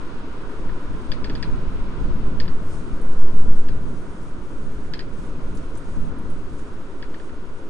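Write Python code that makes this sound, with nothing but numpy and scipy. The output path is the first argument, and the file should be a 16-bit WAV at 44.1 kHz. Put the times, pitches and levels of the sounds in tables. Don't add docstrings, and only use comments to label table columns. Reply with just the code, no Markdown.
import sys
import numpy as np
from scipy import signal
from scipy.fft import rfft, irfft, next_fast_len
from scipy.io import wavfile
from scipy.ndimage import uniform_filter1d

SR = 44100
rng = np.random.default_rng(int(sys.argv[2]) if len(sys.argv) > 2 else 0)


def bounce(signal):
    frames = np.transpose(np.atleast_2d(signal))
    limited = np.clip(frames, -1, 1)
    pcm = np.round(limited * 32767).astype(np.int16)
    wavfile.write(sys.argv[1], SR, pcm)


N = 339433

# t/s, level/dB
WIND_AT_PHONE = [(0, -41.5), (0.75, -40.5), (1.0, -38), (1.35, -33), (1.7, -34), (1.9, -33.5), (2.35, -32),
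                 (2.8, -36.5), (3.2, -35.5), (3.48, -32.5), (3.62, -37.5), (3.72, -35.5), (3.88, -33.5),
                 (4.03, -38.5), (4.28, -39.5), (4.68, -38), (5.05, -38.5), (5.5, -35), (5.8, -38),
                 (6.05, -34), (6.5, -38), (7.1, -43.5), (7.7, -43)]


def buffeting(rumble_db=8.5, gust_db=10, flutter_db=-0.74, gust_flutter_db=-6, eddy_db=0.22, surge_db=0.3):
    # peak t/s, level/dB, half length/s
    shoves = [(0.69, -34, 0.087), (0.93, -32.5, 0.087), (1.13, -32.5, 0.042), (1.34, -30, 0.056),
              (1.53, -33.5, 0.064), (1.71, -30.5, 0.065), (2.05, -29, 0.093), (2.2, -32, 0.17),
              (2.78, -32, 0.061), (2.93, -32, .04), (3.49, -30, 0.051), (3.74, -26.5, 0.057),
              (3.86, -32, 0.052), (4.67, -34, 0.063), (4.78, -36, 0.036), (5.25, -44, .1),
              (5.66, -42.5, 0.08), (6.0, -32, 0.08), (6.38, -41, 0.034), (7.1, -57, .08),
              (7.37, -50, 0.026)]
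    # f/Hz, level/dB
    rumble_eq = [(3, -13), (7, 9), (14, 5.5), (22, -2.5), (30, 0), (40, -7), (60, -9.5), (90, -32),
                 (200, -33.5)]
    # f/Hz, level/dB
    flutter_eq = [(35, -19), (70, 1.5), (110, -2), (160, -1.5), (260, -3.5), (350, -14.5), (500, -18.5),
                  (900, -31), (2000, -69)]
    wind, gusts = undb(curves(WIND_AT_PHONE)[0]), swells(shoves)
    eddies = undb(eddy_db * np.array([walk(20), walk(20)]))
    rumble_gain = np.hypot(wind * undb(rumble_db + surge_db * walk(7)), gusts * undb(gust_db))
    flutter_gain = np.hypot(wind * undb(flutter_db), gusts * undb(gust_flutter_db))
    rumble = port_noise(rumble_eq, likeness=0.26) * rumble_gain
    flutter = port_noise(flutter_eq, likeness=0.75) * flutter_gain
    return (rumble + flutter) * eddies


def heave(sway_hz=4.1, wander=0.218, rest_db=-27):
    # peak t/s, level/dB, half length/s
    large_eddies = [(2.43, -13.5, 0.31), (3.2, -6.5, 0.17), (3.47, -5.5, 0.22), (4.72, -21, 0.22),
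                    (6.0, -19, 0.046), (6.33, -17, 0.043), (7.1, -23, 0.072)]
    hz = sway_hz * np.exp(wander * walk(3.5))
    sway = np.sqrt(2) * np.sin(2 * np.pi * np.cumsum(hz) / SR)
    return sway * np.hypot(undb(rest_db), swells(large_eddies))


def open_air(roar_db=-41.5, rush_db=-47.0, hiss_db=-55.5, roar_growth=0.54, hiss_growth=1.46):
    # t/s, level/dB
    hillside_wind = [(0, -44), (1.0, -44.5), (1.95, -44), (2.5, -45.5), (3.3, -45.5), (4.2, -47.5),
                     (4.9, -47.5), (5.45, -46.5), (6.1, -47), (7.7, -48)]
    # f/Hz, level/dB
    roar_eq = [(90, -10), (200, -11), (270, 1), (400, -0.5), (500, -6), (630, -12.5), (800, -14.5),
               (1200, -32), (2500, -52)]
    # f/Hz, level/dB
    rush_eq = [(500, -8), (720, -5), (830, -3), (920, 4.5), (1010, -0.5), (1110, -1), (1280, -1.5),
               (1480, 0.5), (1650, -6), (2100, -14), (3000, -26.5)]
    # f/Hz, level/dB
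    hiss_eq = [(900, -3.5), (1800, 0.5), (2450, 2), (2900, 2.5), (3400, 0), (4200, -4.5), (4700, -5),
               (5600, -10.5), (7000, -24.5), (10000, -31)]
    # f/Hz, likeness (clipped to +-0.98)
    port_likeness = [(100, 4.5), (550, 2.5), (700, 0), (870, -0.5), (1000, -0.08), (1150, 1.5), (1500, 0),
                     (2300, 0.33), (2900, -0.37), (4000, 0), (6000, 0), (9000, 3.5)]
    # f/Hz, left minus right/dB
    port_balance = [(100, 3), (570, -2.5), (800, -2.5), (990, 9), (1300, -7.5), (1740, -2), (2400, 3),
                    (3100, -0.5), (5400, -0.5)]
    far_db, near_db = curves(hillside_wind)[0], curves(WIND_AT_PHONE)[0]
    fresh_db = far_db - np.mean(far_db)
    roar_swell_db = roar_growth * fresh_db + 0.068 * (near_db - np.mean(near_db))
    likeness = along_hz(port_likeness, N)
    roar = port_noise(roar_eq, likeness) * undb(roar_db + roar_swell_db + 0.4 * walk(11))
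    rush = port_noise(rush_eq, likeness) * undb(rush_db + fresh_db + 0.5 * walk(9))
    hiss = port_noise(hiss_eq, likeness) * undb(hiss_db + hiss_growth * fresh_db + 0.45 * walk(2.3))
    air = roar + rush + hiss + wind_whistle(fresh_db)
    lean_db = along_hz(port_balance, N) / 2
    return irfft(rfft(air) * undb([lean_db, -lean_db]), N)


def wind_whistle(fresh_db, hz=1010, width_hz=175, level_db=-57, growth=2.4):
    band = [(hz - width_hz, -24), (hz, 0), (hz + width_hz, -24)]
    whistle = wavering(port_noise(band, likeness=0.38), spread_hz=25.02, rate=6)
    return whistle * undb(level_db + growth * fresh_db + 0.84 * walk(6.1))


def case_clicks(snap_db=-2.5, ring_db=-2, tail_db=-6.0, knock_db=-6, slip_s=0.0018, port_lag_s=0.00008):
    # t/s, level/dB, left minus right/dB, brightness/(dB per octave)
    clicks = [(0.6915, -23.5, -1, -11), (1.1173, -5, 1, 0.5), (1.2436, -9.5, 1.5, 1),
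              (1.2975, -12.5, 1, -3), (1.3525, -11.5, 0, -1), (1.4269, -6, 1.5, 0.5),
              (2.4005, -6, -2.5, 1.5), (2.4546, -23, 1, -5), (2.479, -14.5, 1, -2), (3.281, -24, 1, -2),
              (3.686, -16, 0, -1.5), (4.9364, -7, 0, 0.5), (4.992, -9.5, 0, 0), (5.0058, -18, 2, -1),
              (7.0254, -14, 0, -4.5), (7.1423, -19.5, -2, -7.5), (7.1977, -24.5, -3, -11),
              (7.295, -27.5, -1, -9)]
    # f/Hz, level/dB
    snap_eq = [(600, -17), (1150, -4), (1500, -3.5), (1800, 0.5), (2300, 0), (3000, -1), (3500, 9),
               (3750, -3.5), (4100, -1), (4700, 10.5), (5150, 2), (5600, -8), (6400, -14), (10000, -26)]
    # delay/s, level/dB
    echoes = [(0.0046, -13), (0.0138, -14)]
    # f/Hz, level/dB
    tail_eq = [(600, -9), (1000, -4), (1350, -1), (1750, 4), (2550, 0.5), (3000, -3), (3400, -2),
               (3750, -6.5), (4200, -0.5), (4750, -3), (5100, -4.5), (5600, -17), (10000, -31)]
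    # f/Hz, level/dB
    knock_eq = [(200, -5), (330, -3), (480, 2), (620, -12.5), (900, -19)]
    out, size = np.zeros((2, N)), SR // 5
    t, f = np.arange(size) / SR, np.fft.rfftfreq(size, 1 / SR)
    octaves = np.log2(np.clip(f, 1700, 8000) / 3000)
    paths = 1 + sum(undb(db) * np.exp(-2j * np.pi * f * delay) for delay, db in echoes)
    pulse = rfft(impulse(snap_eq, size)) * paths
    ports = np.exp(-2j * np.pi * f * np.array([[0], [port_lag_s]]))
    for s, db, pan_db, tilt_db in clicks:
        crunch = port_noise([(500, 0), (12000, 0.0082)], likeness=0.83, size=size)
        slips = crunch * np.exp(-(t / slip_s) ** 2)
        snap = unit_energy(irfft(rfft(slips) * pulse, size))
        direct = unit_energy(undb(snap_db) * snap + undb(ring_db) * case_ring(t))
        tail = noise_hit(t, tail_eq, likeness=0.051, rise_s=0.0044, t60=0.17)
        knock = noise_hit(t, knock_eq, likeness=1.0, rise_s=0.0083, t60=0.26)
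        spectrum = rfft(direct) * ports + rfft(undb(tail_db) * tail)
        click = irfft(spectrum * undb(tilt_db * octaves), size)
        port_gains = undb(db + np.array([[pan_db], [-pan_db]]) / 2)
        add(out, s, (click + undb(knock_db) * knock) * port_gains)
    return out


def case_ring(t, detune=0.009):
    # f/Hz, level/dB, t60/s, delay until that part is reached/s
    case_modes = [(1710, 1.5, 0.018, 0.0028), (1870, 1, 0.015, 0.0028), (3030, 1.5, 0.0074, 0.00049),
                  (4200, -12, 0.014, 0.02), (4700, 1.5, 0.01, 0.0054), (4770, -13, 0.056, .0005)]
    grip = np.exp(detune * rng.standard_normal(len(case_modes)))
    ring = sum((-1) ** k * mode(t, hz * grip[k], *rest) for k, (hz, *rest) in enumerate(case_modes))
    return unit_energy(ring)


def fingers(grip_db=-63.0, slip_db=1.3, grain_db=1.0):
    # peak t/s, level/dB, half length/s
    slides = [(2.76, -56.5, .14), (3.2, -62, 0.11), (3.7, -65.5, 1), (5.25, -62.5, 0.13), (5.6, -67, 0.58),
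              (6.55, -61.5, 0.14)]
    # f/Hz, level/dB
    brush_eq = [(2500, -11.5), (5000, -3), (6500, 0), (7800, -2.5), (8700, 0), (9300, -0.5), (10000, 0.5)]
    brush = port_noise(brush_eq, likeness=0.51) * np.hypot(undb(grip_db), swells(slides))
    return brush * undb(slip_db * walk(10) + grain_db * walk(78))


def high_ticks(t60=0.084):
    # t/s, level/dB, f/Hz, width/Hz
    ticks = [(3.013, -51, 9640, 500), (5.55, -48, 9700, 500), (5.572, -48, 6960, 5000),
             (5.752, -52, 6650, 2500), (5.773, -47.5, 8900, 3500), (6.183, -56, 9450, 600),
             (6.3, -51, 9700, 500)]
    out, t = np.zeros((2, N)), np.arange(SR // 10) / SR
    for s, db, hz, width_hz in ticks:
        band = [(hz - width_hz, -14), (hz, 0), (hz + width_hz, -14)]
        add(out, s, port_noise(band, likeness=0.23, size=len(t)) * fade(t, t60) * undb(db))
    return out


def mic_hiss(level_db=-67.0):
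    # f/Hz, level/dB
    floor_eq = [(1000, 1), (5000, -1), (6500, 4), (8000, -3), (9700, -12), (12000, 1.5)]
    return port_noise(floor_eq, likeness=1.0) * undb(level_db)


def undb(db):
    return 10 ** (np.asarray(db) / 20)


def unit(x):
    return x / np.sqrt(np.mean(x ** 2))


def unit_energy(x):
    return unit(x) / np.sqrt(x.shape[-1])


def curves(table):
    s, *columns = np.transpose(table)
    return [np.interp(np.arange(N) / SR, s, c) for c in columns]


def swells(table):
    t = np.arange(N) / SR
    return np.sqrt(sum((undb(db) * np.exp(-((t - s) / half_s) ** 2)) ** 2 for s, db, half_s in table))


def walk(rate):
    hold = max(int(SR / rate), 2)
    held = np.repeat(rng.standard_normal(N // hold + 1), hold)
    return unit(uniform_filter1d(uniform_filter1d(held, hold), hold)[:N])


def fade(t, t60):
    return np.exp(-np.log(1000) * t / t60)


def along_hz(points, size):
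    hz, value = np.transpose(points)
    return np.interp(np.log(np.fft.rfftfreq(size, 1 / SR) + 1e-6), np.log(hz), value)


def colour(x, eq):
    size = x.shape[-1]
    f = np.fft.rfftfreq(size, 1 / SR)
    rolloff = np.minimum(f / eq[0][0], 1) ** 2 / np.maximum(f / eq[-1][0], 1) ** 2
    return irfft(rfft(x) * undb(along_hz(eq, size)) * rolloff, size)


def port_noise(eq, likeness, size=N):
    mid, side = rfft(rng.standard_normal((2, size)))
    likeness = np.clip(likeness, -.98, .98)
    mid, side = mid * np.sqrt(1 + likeness), side * np.sqrt(1 - likeness)
    return unit(colour(irfft(np.array([mid + side, mid - side]), size), eq))


def noise_hit(t, eq, likeness, rise_s, t60):
    envelope = (1 - np.exp(-t / rise_s)) * fade(t, t60)
    return unit_energy(port_noise(eq, likeness, len(t)) * envelope)


def impulse(eq, size):
    cepstrum = irfft(np.log(undb(along_hz(eq, size))), size)
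    cepstrum[1:size // 2] *= 2
    cepstrum[size // 2 + 1:] = 0
    return irfft(np.exp(rfft(cepstrum)), size)


def mode(t, hz, db, t60, delay):
    age = np.maximum(t - abs(delay), 0)
    return undb(db) * fade(age, t60) * np.sin(2 * np.pi * hz * age)


def wavering(x, spread_hz, rate):
    turn = np.exp(2j * np.pi * np.cumsum(spread_hz * walk(rate)) / SR)
    return np.real(signal.hilbert(x, next_fast_len(N))[:, :N] * turn)


def add(out, s, sound):
    i = int(s * SR)
    out[:, i:i + sound.shape[1]] += sound[:, :N - i]


def scene():
    return mic_hiss() + buffeting() + heave() + open_air() + case_clicks() + fingers() + high_ticks()


def record(dry):
    top_hz = 9950
    return signal.sosfilt(signal.ellip(12, .2, 50, top_hz, fs=SR, output="sos"), dry)


dry = scene()
out = record(dry)
bounce(out)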